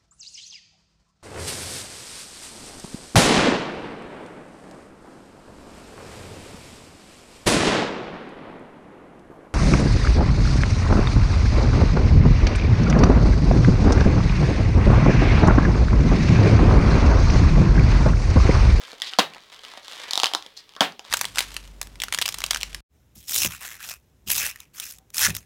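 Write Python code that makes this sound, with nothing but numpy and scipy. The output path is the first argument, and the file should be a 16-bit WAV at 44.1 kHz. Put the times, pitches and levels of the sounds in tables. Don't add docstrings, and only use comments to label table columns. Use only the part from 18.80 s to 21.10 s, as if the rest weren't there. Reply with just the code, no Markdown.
import sys
import numpy as np
from scipy import signal
from scipy.io import wavfile
from scipy.ndimage import uniform_filter1d

SR = 44100
rng = np.random.default_rng(int(sys.argv[2]) if len(sys.argv) > 2 else 0)


def ratio_of_db(decibels):
    return 10 ** (np.asarray(decibels, float) / 20)


def int16_out(signal):
    q = np.round(np.clip(np.atleast_2d(signal).T, -1, 1) * 32767)
    wavfile.write(sys.argv[1], SR, q.astype(np.int16))


N = 101429


def evened(x):
    return x / np.sqrt(np.mean(x ** 2) + 1e-20)


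def read(points, hz):
    f, value = np.transpose(points)
    return np.interp(np.log(hz + 1), np.log(f + 1), value)


def add(mix, s, sound):
    part = mix[round(s * SR):][:len(sound)]
    part += sound[:len(part)]


def impulse(length):
    return 1. * (np.arange(length) == 0)


def coloured(x, points, skirt_db=-25):
    hz = abs(np.fft.fftfreq(4096, 1 / SR))
    (low_hz, low_db), (high_hz, high_db) = points[0], points[-1]
    below, above = (low_hz / 3, low_db + skirt_db), (high_hz * 2, high_db + skirt_db)
    log_gain = np.log(ratio_of_db(read([below] + list(points) + [above], hz)))
    phase = -signal.hilbert(log_gain).imag
    taps = np.fft.ifft(np.exp(log_gain + 1j * phase)).real[:2048]
    return signal.oaconvolve(x, taps)[:len(x)]


def ring(hz, t60, sag=0.):
    t = np.arange(3000) / SR
    pitch = hz * (1 - sag * np.minimum(6 * t / t60, 1))
    turns = np.cumsum(pitch) / SR
    rise_s = .00005
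    return (1 - np.exp(-t / rise_s)) * ratio_of_db(-60 * t / t60) * np.sin(2 * np.pi * turns)


# (f/Hz, level/dB per Hz)
AIR_SPECTRUM = [(12, -25), (20, -1.5), (377, -4.5), (434, 6), (558, -35), (1570, -30), (3340, 1),
                (7730, -22), (16000, -22)]


def room_air():
    return ratio_of_db(-60) * evened(coloured(rng.standard_normal(N), AIR_SPECTRUM))


# (t/s, level/dB, share of the soft body/dB)
GRIP_EFFORT = [(0, -44, -1.5), (.06, -47.5, -5), (.12, -49.5, -4), (.19, -57.5, -6), (.33, -51.5, -4),
               (.38, -54, -26), (.52, -56.5, 7.5), (.62, -62.5, -1.5), (.73, -49, -5), (.8, -56.5, -3.5),
               (.86, -47, -3), (0.978, -48, -2.5), (1.007, -55.5, -5.5), (1.14, -41.5, -7), (1.3, -46, -2),
               (1.7, -59.5, -1), (2.19, -76, 5), (2.27, -52, -2)]
# (f/Hz, level/dB per Hz)
FILM_SPECTRUM = [(710, -32), (1200, -11.5), (1560, -8), (2250, -11), (2450, -6), (3430, 1.5), (7820, -12.5),
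                 (12900, -23.5), (16000, -31)]
# (f/Hz, level/dB per Hz)
BODY_SPECTRUM = [(59, -32), (100, -20.5), (576, -1), (817, -4), (1060, -1.5), (1540, -10.5), (2500, -0.5),
                 (3250, -43), (5500, -120)]


def crinkle():
    grains_per_s, spread_db, clump_db, body_gain_db = 1800, 5.2, 2.6, -1.5
    t = np.arange(N) / SR
    s, effort_db, body_db = np.transpose(GRIP_EFFORT)
    slow = uniform_filter1d(rng.standard_normal(N), 300)
    clumps = evened(uniform_filter1d(slow, 300))
    size_db = spread_db * np.minimum(rng.exponential(1, (2, N)), 4) + clump_db * clumps
    draw, chance = rng.random((2, N)), grains_per_s / SR
    signs = (draw < chance) - 2. * (draw < chance / 2)
    grains = ratio_of_db(size_db) * signs
    film = evened(coloured(grains[0], FILM_SPECTRUM))
    body = evened(coloured(grains[0] + grains[1], BODY_SPECTRUM))
    body = body * ratio_of_db(body_gain_db + np.interp(t, s, body_db))
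    return (film + body) * ratio_of_db(np.interp(t, s, effort_db))


# (delay t/s, level/dB)
DESK_ECHOES = [(.0006, -8.5), (.0011, -21.5)]


def snap(spike, film_hz, cushion_db, luck):
    spike = ratio_of_db(-4.3) * spike / abs(spike).max()
    t60 = .0045 * (.7 + .5 * luck[0])
    partner_hz = 1.298 * film_hz * (1.0 + 0.033 * luck[3])
    film = ring(film_hz, t60) + ratio_of_db(-2) * ring(partner_hz, 0.31 * t60)
    tick = ratio_of_db(-19) * ring(5800 * (0.92 + 0.37 * luck[1]), t60=0.0041)
    film = 1.1 * film + tick
    cushion = ratio_of_db(cushion_db) * ring(1350 * (.9 + .2 * luck[2]), t60=.012, sag=.5)
    cut = signal.butter(N=2, Wn=320, btype="high", fs=SR, output="sos")
    direct = signal.sosfilt(cut, spike + film + cushion)
    bare = signal.sosfilt(cut, 1.5 * spike + .3 * film + .45 * cushion)
    near = direct.copy()
    for (s, db), chance in zip(DESK_ECHOES, luck[4:]):
        add(near, s * (0.69 + .5 * chance), ratio_of_db(db) * direct[:2000])
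    return near, bare


# (f/Hz, level/dB)
BREAK_SPECTRUM = [(500, -20), (1500, -14), (2400, -20), (3300, 0), (5000, -1), (6500, -9), (10000, -14),
                  (16000, -26)]


def snaps(table):
    break_hz = 3700
    out, n = np.zeros((2, N)), np.arange(3000)
    spike = coloured(impulse(3000), BREAK_SPECTRUM)
    for (s, db, film_hz, cushion_db), luck in zip(table, rng.random((30, 6))):
        own = np.interp(n * np.sqrt(film_hz / break_hz), n, spike)
        for mix, x in zip(out, snap(own, film_hz, cushion_db, luck)):
            add(mix, s, ratio_of_db(db) * x)
    return out


# (t/s, level/dB, film f/Hz, cushion share/dB)
CREASE_FLIPS = [(0.0197, -36, 3200, 0), (0.0368, -27, 3500, -18), (0.0811, -36.5, 4700, 3.5),
                (0.1174, -29, 4300, -37), (0.1317, -26.5, 3300, -4.5), (0.2104, -37, 4900, -8),
                (0.5366, -27.5, 2800, -19), (0.5477, -27, 2800, -14), (0.5663, -33, 2110, -1.5),
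                (0.5822, -30.5, 2310, -28), (0.6054, -39, 3680, -27), (0.6271, -42, 3520, -16),
                (0.7925, -32, 3220, -7), (0.8833, -32, 3440, -6), (0.9372, -34, 4170, 3.5),
                (0.9746, -29, 3430, -5.5), (1.0315, -37, 4240.0, -7.5), (1.0574, -34, 4100, -42),
                (1.1205, -39, 3480, -19), (1.151, -41, 3500, 5), (1.1685, -29, 3130, -2.5),
                (1.2411, -30.5, 2380, -4.5), (1.8928, -32.5, 3540, -17), (1.9229, -42, 3300, -3),
                (1.9373, -37.5, 3160, -8), (1.9521, -33, 2960, -12), (2.1225, -34, 4470, -0.5)]


def creases():
    return snaps(CREASE_FLIPS)


# (t/s, level/dB, film f/Hz, cushion share/dB)
BLADE_SLIPS = [(.2268, -24, 3400, -20), (.2385, -24, 3200, -20), (.245, -25, 4800, -25),
               (.2485, -26, 3400, -20), (.254, -29, 4200, -20), (.2615, -29, 4000, -20),
               (.270, -28, 3600, -20), (.2725, -25, 3500, -20), (.2745, -27, 3500, -20),
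               (.2775, -23, 3500, -20), (.282, -28, 3500, -20), (.287, -24, 3600, -20),
               (.2925, -28, 3500, -20), (.295, -26, 3500, -20), (.301, -29, 3200, -20),
               (.3355, -15, 3000, -18), (.0505, -29, 3260, -20), (2.1941, -22, 2900, -14)]


def blade_slips():
    b, a = signal.butter(N=2, Wn=6500, fs=SR)
    return signal.lfilter(b, a, snaps(BLADE_SLIPS))


# (t/s, level/dB, f/Hz, t60/s)
KNOCKS = [
    (0.1307, -34.5, 553, 0.028),
    (.2195, -25.5, 2330, 0.011),
    (0.33, -32, 1550, 0.017),
    (0.56, -29, 1060, 0.0033),
    (.975, -33, 670, 0.02),
    (1.6621, -38, 650, 0.015),
    (1.9649, -27, 1370, 0.0087),
    (2.1936, -34.5, 1000, 0.0036),
    (1.545, -38, 360, 0.096),
    (1.434, -30.5, 613, 0.042),
]


def thuds():
    out = np.zeros(N)
    for s, db, hz, t60 in KNOCKS:
        undertone = ratio_of_db(-8) * ring(0.54 * hz, t60)
        add(out, s, ratio_of_db(db) * (ring(hz, t60, sag=0.2) + undertone))
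    return out


# (t/s, level/dB, film f/Hz, cushion share/dB)
TEAR_SNAPS = [(0.2013, -26.5, 3570, -10), (0.2195, -9, 3510, -54), (0.2247, -25, 3340, -27),
              (0.3408, -31, 3320, -19), (0.8501, -23.5, 3060, -19), (1.0818, -21.5, 3450, -7.5),
              (1.1335, -26.5, 3970, -8), (1.2171, -31, 3600, -29), (1.2875, -26, 3380, -20),
              (1.3096, -10.5, 4440, -15), (1.3342, -6.5, 4000, -12.5), (1.3556, -9, 4000, -12),
              (1.3766, -4, 3900, -6.5), (1.3933, -19, 4500, -30), (1.4178, -20, 4770, -10),
              (1.4, -5, 3410, -12.5), (1.434, -1.5, 3500, -2.5), (1.443, -1.9, 3110, -39),
              (1.458, -6, 3800, -10.5), (1.4683, -11.5, 3100, -39), (1.5146, -29, 3300, 3),
              (1.5365, -8.5, 3180, -6.5), (1.5495, -6.5, 4093, -2.5), (1.6248, -25.5, 3500, -36),
              (1.6638, -26, 3450, -19), (1.7749, -26.5, 4150, -16), (1.9646, -27.5, 3650, -6),
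              (2.1943, -26.5, 4920, -2), (2.2503, -32.5, 4150, -2)]


def tears():
    return snaps(TEAR_SNAPS)


# (start t/s, length t/s, level/dB, f/Hz)
RASPS = [
    (0.229, 0.04, -36, 3340),
    (0.263, 0.038, -34, 3670),
    (0.39, .017, -15, 3460),
    (1.765, .045, -40, 4430),
    (2.014, 0.044, -27, 3230),
]


def scrapes():
    slips_per_s, spread = 1600, 0.099
    out = np.zeros(N)
    for s, length, db, hz in RASPS:
        luck, stroke = rng.random((60, 3)), np.zeros(8000)
        for place, tone, size in luck[:round(length * slips_per_s)]:
            swell = np.sin(np.pi * place ** .5) ** .5
            slip = ring(hz * np.exp(spread * (2 * tone - .7)), t60=0.0019)
            add(stroke, place * length, swell * ratio_of_db(14.1 * size) * slip)
        add(out, s, ratio_of_db(db) * stroke)
    return out


# (t/s, room feed level/dB, parcel level/dB)
BURSTS = [
    (0.3866, -3.5, 0),
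    (2.007, -2, 1.5),
]
# (t/s, level/dB, film f/Hz, cushion share/dB)
BURST_CRACKS = [(.3873, -5, 4370, -22), (.3880, -11, 4800, 7.5), (.3921, -7, 3470, -8),
                (.3946, -0.5, 3140, -19), (.3957, -16.5, 3080, -27), (.3968, -11, 3900, -17),
                (.3995, -15, 3150, -16), (.4022, -10.5, 3060, 3), (.4195, -32, 2960, 6),
                (2.0071, -8, 2900, 2.5), (2.0077, 1, 3300, -9), (2.0086, -8, 3300, -20),
                (2.0153, -16, 3600, -21), (2.0200, -16, 2630, 5.5)]
# (f/Hz, level/dB, t60/s)
PARCEL_MODES = [
    [(199, -14, 0.033), (296, -19, 0.1), (495, -15.5, 0.079), (712, -13.5, 0.041), (950, -17, 0.038),
     (1045, -16.5, 0.11), (1440, -27.5, 0.0491)],
    [(184, -16.5, 0.041), (286, -26, 0.16), (440, -23.5, 0.031), (553, -17, 0.064), (742, -21.5, 0.17),
     (880, -14, 0.028), (1180, -29, 0.045)],
]
# (f/Hz, level/dB per Hz)
BLAST_SPECTRUM = [(150, -2.5), (300, -14.5), (750, -9.5), (1300, -16), (2200, -22), (3300, -15.5),
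                  (5000, -19.5), (16000, -34.5)]


def pops():
    near, far = snaps(BURST_CRACKS)[0], np.zeros(N)
    puff = coloured(impulse(2048), BLAST_SPECTRUM)
    puff = puff / np.linalg.norm(puff)
    for (s, db, parcel_db), modes in zip(BURSTS, PARCEL_MODES):
        for k, (hz, level_db, t60) in enumerate(modes):
            sign = (-1) ** k
            add(near, s, ratio_of_db(parcel_db) * sign * ratio_of_db(level_db) * ring(hz, t60))
        add(far, s + 0.00041, ratio_of_db(11.5 + db) * puff)
    return near, far


# (f/Hz, t60/s)
ROOM_T60 = [(150, 0.41), (400, 0.27), (1000, 0.21), (2500, .21), (6000, 0.2), (14000, 0.19)]
# (f/Hz, level/dB)
ROOM_SPECTRUM = [(100, -23), (250, -1.5), (900, 3), (1800, 9.5), (3300, 2), (7000, -3.5), (15000, -1)]


def room(x):
    taps = np.zeros((3, SR // 2))
    at = np.arange(60, SR // 2 - 20, 12)
    at = at + rng.integers(0, 12, (3, len(at)))
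    np.put_along_axis(taps, at, rng.choice([-1., 1.], at.shape), 1)
    hz, t, z = signal.stft(taps, SR, nperseg=256)
    decay_db = read(ROOM_SPECTRUM, hz)[:, None] - 60 * t / read(ROOM_T60, hz)[:, None]
    tail = signal.istft(z * ratio_of_db(decay_db), SR, nperseg=256)[1]
    cycles = np.arange(N) / SR * 11 + np.arange(3)[:, None] / 6
    turn = np.cos(2 * np.pi * cycles) * np.sqrt(2 / 3)
    return signal.fftconvolve(x * turn, tail / np.linalg.norm(tail[0]), axes=1)[:, :N].sum(0)


def scene():
    rustle = crinkle() + thuds() + scrapes()
    snapping, bare = creases() + blade_slips() + tears()
    near, far = pops()
    wet = room(ratio_of_db(-5.5) * bare + far + ratio_of_db(-5) * rustle)
    low_cut = signal.butter(N=4, Wn=186, btype="high", fs=SR, output="sos")
    return (signal.sosfilt(low_cut, near + snapping + rustle + wet) + room_air())[None]


def low_pass(x):
    return signal.sosfilt(signal.butter(12, 16810, fs=SR, output="sos"), x)


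def record(dry):
    held = dry / (1 + dry ** 8) ** (1 / 8)
    band = signal.firwin(255, 16300, window=("kaiser", 9), fs=SR)
    held = signal.oaconvolve(held, band[None], "same")
    return low_pass(held)


dry = scene()
out = record(dry)
int16_out(out)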